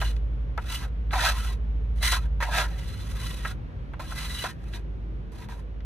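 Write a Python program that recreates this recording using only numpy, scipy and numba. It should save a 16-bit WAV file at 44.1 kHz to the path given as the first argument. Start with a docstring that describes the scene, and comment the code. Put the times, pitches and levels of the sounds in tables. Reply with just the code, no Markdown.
"""A steel trowel spreads plaster on an outdoor wall, two metres from a phone with two microphone ports.
Sand grains catch under the edge, hiss and ring the blade: lower when it lies flat, brighter on edge.
The blade knocks where it lands, turns or hits a lump.
A machine drones nearby over the low rumble of the town."""
import sys
import numpy as np
from scipy import signal
from scipy.fft import rfft, irfft, next_fast_len
from scipy.io import wavfile
from scipy.ndimage import uniform_filter1d
from numba import njit

SR = 44100
rng = np.random.default_rng(int(sys.argv[2]) if len(sys.argv) > 2 else 0)


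def to_wav(sig):
    """Store sig (one row per channel, or 1-D mono) as 16-bit WAV at the path in sys.argv[1].

    Samples outside -1..1 are clipped; the rate is SR.
    """
    pcm = np.clip(np.atleast_2d(sig), -1, 1) * 32767
    pcm = np.round(pcm).astype(np.int16)
    wavfile.write(sys.argv[1], SR, pcm.T)  # frames by channels


N = 257984
FFT_SIZE = next_fast_len(N + 4096)  # room for filter tails
BINS_HZ = np.arange(FFT_SIZE // 2 + 1) * SR / FFT_SIZE


def undb(db):
    return 10 ** (np.asarray(db) / 20)


def level(x, rms_db):
    return x * undb(rms_db) / np.sqrt(np.mean(x ** 2))


def over_time(table):
    """A (time_s, value) curve read at every sample."""
    time_s, value = np.transpose(table)
    return np.interp(np.arange(N) / SR, time_s, value)


def over_bins(table, log=True):
    """A (freq_hz, value) curve read at every bin of the spectrum."""
    hz, value = np.transpose(table)
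    return np.interp(np.log(BINS_HZ + 1), np.log(hz), value) if log else np.interp(BINS_HZ, hz, value)


def filtered(x, response):
    return irfft(rfft(x, FFT_SIZE) * response, FFT_SIZE)[..., :N]


def equalise(x, curve):
    return filtered(x, undb(over_bins(curve)))


def wander(rate_hz):
    """Smooth random modulation with a spread near 1."""
    hold = int(SR / rate_hz)
    steps = np.repeat(rng.standard_normal(N // hold + 1), hold)
    return 1.49 * uniform_filter1d(uniform_filter1d(steps, hold), hold)[:N]


@njit
def resonator(x, centre_hz, width_hz):
    """State-variable band-pass with a moving centre and width, unity gain at the centre."""
    y, band_state, low_state = np.empty(len(x)), 0., 0.
    for i in range(len(x)):
        g, loss = np.tan(np.pi * centre_hz[i] / SR), width_hz[i] / centre_hz[i]
        band = (band_state + g * (x[i] - low_state)) / (1 + g * (g + loss))
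        band_state, low_state = 2 * band - band_state, low_state + 2 * g * band
        y[i] = loss * band
    return y


def ports(common, own, likeness, left_lead_rad):
    """Stereo image: a common sound, phase-shifted on the right, plus a part each port hears alone."""
    share = np.clip(over_bins(likeness), 0, 1)
    shift = np.array([np.ones_like(left_lead_rad), np.exp(-1j * left_lead_rad)])
    return filtered(common, np.sqrt(share) * shift) + filtered(own, np.sqrt(1 - share))


def hand():
    """Pressure, blade flatness and the pitch the contact point favours, as strokes land and lift off."""
    # one gesture per stroke: time_s, pressure_db, flatness_db, favoured_hz
    strokes = [
        [(0.0, -27, -8, 3060), (0.025, -23, -0.5, 1210), (0.06, -24.5, -3, 3900), (0.1, -30.5, -5, 2500),
         (0.13, -47, 3.5, 3030), (0.17, -49, -3, 3000)],
        [(0.59, -41.5, 6.5, 1290), (0.66, -37, 5, 3420), (0.7, -25, -3, 2900), (0.73, -22, -8, 1500),
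         (0.76, -23, -13, 3020), (0.8, -26.5, -2, 1090), (0.85, -29, 6.5, 1430)],
        [(1.114, -33, 9, 1500), (1.14, -18, 10, 940), (1.165, -22, 7.5, 750), (1.2, -15, 8, 1610),
         (1.24, -10, 5, 800), (1.275, -9.5, 4, 1400), (1.3, -8, 1.5, 1600), (1.34, -23.5, 0.5, 990),
         (1.42, -27, -9, 1340), (1.54, -31.5, 2, 1000)],
        [(1.96, -46.5, -5, 2200), (2.005, -40, -7.5, 2000), (2.03, -14.5, -9, 1970), (2.08, -9.5, -19, 2000),
         (2.11, -14.5, -19, 1900), (2.13, -8, -7, 1250), (2.165, -17, -2.5, 1460), (2.2, -36, 2, 1100),
         (2.26, -46.5, 9, 1500)],
        [(2.41, -27.5, 7.5, 1850), (2.435, -18, 7, 1500), (2.48, -35.5, 11, 900), (2.55, -15.5, 7.5, 1800),
         (2.6, -10, 6, 1610), (2.66, -30, 7, 1000)],
        [(2.67, -39.5, 9, 950), (2.85, -35, -2.5, 3000), (2.95, -36, -5, 1490), (3.01, -32, -2, 3570),
         (3.13, -36, -8, 1500), (3.18, -30, -3, 1950), (3.27, -26, -12.5, 3000), (3.42, -33, -2, 2000),
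         (3.48, -29, -3, 1510), (3.52, -32, 0, 1500)],
        [(4.0, -31.5, 6.5, 960), (4.08, -33, -4.5, 1010), (4.14, -27, -4.5, 1500), (4.22, -21.5, -8, 2950),
         (4.33, -25.5, -8.5, 3950), (4.41, -23, -11, 2760), (4.47, -21.5, 3.5, 1170), (4.51, -30, -4, 1950)],
        [(4.56, -55, 12, 1500), (4.68, -46, 2, 2800), (4.72, -49, 5, 2000), (4.75, -30, 3, 4170),
         (4.79, -39, 6.5, 1900)],
        [(5.32, -46.5, 0, 980), (5.36, -40.5, 6.5, 980), (5.39, -39, 4, 980), (5.43, -35, 5, 980),
         (5.45, -39.5, 7.5, 980)],
        [(5.495, -33.5, 2, 990), (5.525, -33, 8.5, 1000), (5.56, -43.5, 5, 980), (5.6, -39.5, 7.5, 977)],
    ]
    land_s, lift_db_per_s = 0.016, 702
    t, press_db = np.arange(N) / SR, np.full(N, -120.)
    for stroke in strokes:
        time_s, stroke_db, *_ = np.transpose(stroke)
        landing_db = 60 * np.clip((time_s[0] - t) / land_s, 0, None)
        lifting_db = lift_db_per_s * np.clip(t - time_s[-1], 0, None)
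        press_db = np.maximum(press_db, np.interp(t, time_s, stroke_db) - landing_db - lifting_db)
    rows = np.concatenate(strokes)
    return press_db, over_time(rows[:, [0, 2]]), over_time(rows[:, [0, 3]])


def sand(spread_db):
    """Dense grains of uneven size, none bigger than the sieve let through."""
    noise = rng.standard_normal(N)
    size_db = spread_db * np.minimum(rng.exponential(size=N), 3)
    return level(noise * undb(size_db), 0)


def blade_modes(flat_db, favoured_hz):
    """Lying flat sounds the belly, on edge the high modes; bending makes them drift and trade level."""
    # steel resonances: pitch_hz, width_hz, level_db, db_per_flatness_db
    resonances = [(604, 68, -15.5, 1.5), (752, 45, -3.5, 1.2), (961, 65, -7, 1.19), (1055, 45, -2.5, 0.35),
                  (1308, 46, -5.5, 0.5), (1426, 60, -2.5, 0.15), (1619, 50, -6.5, 1.0),
                  (1830, 55, -4.5, 0.76), (1970, 61, -5.5, -0.1), (2260, 50, -9.5, 0.5),
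                  (2546, 64, -12.5, 0.62), (2923, 61, -3, -0.16), (3460, 77, -12, 0.05),
                  (3820, 100, -5, 0.2), (3995, 75, -5, -0.35)]
    contact_db, contact_octaves = 5.5, 0.3
    modes = []
    for hz, width_hz, db, per_flat in resonances:
        favour_db = contact_db * np.exp(-(np.log2(hz / favoured_hz) / contact_octaves) ** 2)
        bend_pct = 0.78 * wander(11) - 0.05 * flat_db  # on edge the blade bends and goes sharp
        rubbed = undb(per_flat * flat_db + 2.84 * wander(40) + favour_db)
        modes.append((hz * (1 + bend_pct / 100), width_hz, db, rubbed, undb(favour_db)))
    return modes


def blade(scrape, blows, flat_db, damping, modes):
    """Scrape and knocks sound straight off the wall, more so with the blade flat, and ring the steel."""
    # tone of the scrape and of a knock off the wall: freq_hz, gain_db
    grit_eq = [(480, -36.5), (750, -12), (1500, -6), (4000, -9.5), (11000, -25.5)]
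    thud_eq = [(250, -18.5), (700, -4), (1500, -3), (3500, -4), (9000, -23)]
    grit = undb(-3) * equalise(scrape * undb(0.14 * flat_db), grit_eq)
    thud = undb(-6) * equalise(blows * undb(0.25 * flat_db), thud_eq)
    out = grit + thud
    for k, (centre_hz, width_hz, db, rubbed, struck) in enumerate(modes):
        drive = scrape * rubbed / np.sqrt(damping) + blows * struck
        out += (-1) ** k * undb(db) * resonator(drive, centre_hz, width_hz * damping)
    return out


def trowel():
    """Scrape, hiss and knocks, heard once directly and once, unlike at each port, off the yard."""
    # fine hiss of the sand: freq_hz, gain_db
    hiss_eq = [(3000, -31.5), (4500, -3), (6200, 0.5), (7600, -3), (8500, 6.5), (10500, -1.5),
               (13300, -1.5), (15000, -17)]
    # sound common to both ports: freq_hz, share (0-1)
    likeness = [(1500, 0.86), (3500, 0.63), (8000, 0.54), (10500, 1)]
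    # the right port hears the wall: freq_hz, left_lead_rad
    port_phase = [(0, 0), (2000, -.4), (4200, 1.3), (5000, 3.1), (6200, 6.3), (7200, 9.4), (8000, 10.4),
                  (8700, 9.4), (10100, 6.3), (13500, 0), (14800, -3.1)]
    skips_under_db, damped_over_db = -28.5, -25
    press_db, flat_db, favoured_hz = hand()
    modes = blade_modes(flat_db, favoured_hz)
    # the hiss grows less than the pressure and is stronger on edge
    hiss_db = -30.5 + 0.85 * press_db - 0.45 * flat_db
    # the edge sticks and slips; a light touch skips more than a firm one
    skip = 1 + np.clip(skips_under_db - press_db, 0, 20) / 30
    stick_slip = undb(skip * (1.21 * wander(30) + 1.4 * wander(160)))
    # pressed into the plaster, the modes widen
    damping = undb(0.26 * np.clip(press_db - damped_over_db, 0, None))
    paths = []
    for _ in range(3):  # common, left, right
        grains = sand(spread_db=4.2) * stick_slip
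        ring = blade(undb(press_db) * grains, knocks(), flat_db, damping, modes)
        hiss = undb(hiss_db) * level(equalise(grains, hiss_eq), 0)
        paths.append(ring + hiss)
    return ports(paths[0], np.array(paths[1:]), likeness, over_bins(port_phase, log=False))


def knocks():
    """Each knock is a short crunch with a sharp attack, brighter and shorter the harder the contact."""
    # the blade lands, turns or hits a lump: start_s, force_db, hardness_hz, relative_tick_db
    hits = [(.0145, -14, 1600, 4.5), (.165, -26.5, 9000, -4), (0.577, -13, 1920, -5.5),
            (1.108, -23.5, 4800, -5), (1.132, -10.5, 1880, -6), (1.985, -30, 9000, 0.5),
            (2.010, -26, 2200, -12), (2.027, -16.5, 2240, -12), (2.125, -11, 1905, -10),
            (2.404, -17.5, 2500, -1.5), (2.424, -12.5, 2560, -3), (3.309, -19.5, 4500, -12),
            (3.448, -11, 2300, -14), (3.935, -25, 2400, -8), (3.995, -18, 1800, -6),
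            (4.117, -24, 2250, -12), (4.439, -8.5, 1540, -1), (4.736, -23, 7050, -7), (5.422, -34, 3000, 0),
            (5.487, -27.5, 2500, 1.5), (5.805, -34.5, 6540, -11.5)]
    attack_cycles, decay_cycles, tick_ms = 2.5, 15.3, 3
    out, ms = np.zeros(N), np.arange(SR // 10) * 1000 / SR
    for start_s, force_db, hard_hz, tick_db in hits:
        noise = rng.standard_normal(len(ms))
        cycles = ms * hard_hz / 1000
        envelope = np.minimum(cycles / attack_cycles, 1) * np.exp(-cycles / decay_cycles)
        band = signal.butter(3, [hard_hz / 6, hard_hz], "band", fs=SR, output="sos")
        crunch = signal.sosfilt(band, noise * envelope)
        tick = undb(tick_db) * noise * np.exp(-ms / tick_ms)  # the first touch of steel
        knock = undb(force_db) * (crunch / np.abs(crunch).max() + tick)
        i = int(start_s * SR)
        out[i:i + len(ms)] += knock[:N - i]
    return out


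def drone(glide, fader):
    """A low sine that follows a pitch and a level curve and reaches the left port a little earlier."""
    turns = rng.random() + np.cumsum(over_time(glide)) / SR + np.array([[.03], [0]])
    return np.sqrt(2) * undb(over_time(fader)) * np.sin(2 * np.pi * turns)


def machine():
    """Two near-steady tones swell and fade; the low hum wavers as it mingles with the town's rumble."""
    # level rides of the two tones: time_s, level_db
    lower_fader = [(.1, -24), (.6, -31), (1.2, -27.5), (2.3, -25.5), (3.0, -33), (5.6, -34.5)]
    upper_fader = [(1.3, -38), (2.3, -34), (2.45, -50), (2.8, -39), (3.4, -46)]
    # wavering of the low hum as heard amid the rumble: centre_s, gain_db
    wavers = [(.77, -5.5), (2.96, -5.5), (3.7, -11.5), (4.07, -9), (4.5, -14), (5.45, -10.5)]
    # time_s, pitch_hz
    lower_glide, upper_glide = [(3.6, 53.23), (4.1, 51.75)], [(0.501, 64.76), (2.197, 67.77)]
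    t, waver_s = np.arange(N) / SR, 0.13
    waver_db = sum(db * np.exp(-((t - centre_s) / waver_s) ** 2) for centre_s, db in wavers)
    return drone(lower_glide, lower_fader) * undb(waver_db) + drone(upper_glide, upper_fader)


def town():
    """Far rumble, mostly from the right; narrow bands of its bass come and go like passing engines."""
    # tone of the rumble: freq_hz, gain_db
    rumble_eq = [(28, -28), (45, 0.5), (75, -8.5), (110, -4.5), (200, -16), (300, -21.5), (500, -25),
                 (800, -30.5), (1500, -33.5), (3000, -42.5), (4500, -50.5), (6500, -60.5), (8500, -68.5),
                 (11000, -65.5), (13500, -70.5), (15000, -84.5)]
    # rumble common to both ports: freq_hz, share (0-1)
    likeness = [(60, 0.9), (200, 0.69), (1200, 0.35), (3000, 0.47)]
    # slow swell of the whole bed: time_s, gain_db
    fader = [(2.9, 2), (3.2, 3.5), (4.4, 1.5), (5.85, -0.5)]
    left_lag_s = 0.00032
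    noise = rng.standard_normal((3, N))  # common, left, right
    for hz in 80 * 1.3 ** np.arange(8):
        centre_hz = hz * (1 + wander(1) / 12)
        swell = undb(2.5 + 2.5 * wander(3))
        for path in noise:
            path += swell * resonator(rng.standard_normal(N), centre_hz, centre_hz / 14)
    stereo = ports(noise[0], noise[1:], likeness, -2 * np.pi * left_lag_s * BINS_HZ)
    return level(equalise(stereo, rumble_eq), -40) * undb(over_time(fader))


def scene():
    """Trowel and machine, both panned a touch right, over the town."""
    return trowel() * undb([[-.4], [.4]]) + machine() * undb([[-.5], [.5]]) + town()


def record(dry):
    """A 4 ms fade-in avoids a click; the highest treble is cut."""
    fade_s, top_hz = .004, 15750
    fade = np.minimum(np.arange(N) / SR / fade_s, 1)
    return signal.sosfilt(signal.ellip(12, .2, 90, top_hz, fs=SR, output="sos"), dry * fade)


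dry = scene()
out = record(dry)
to_wav(out)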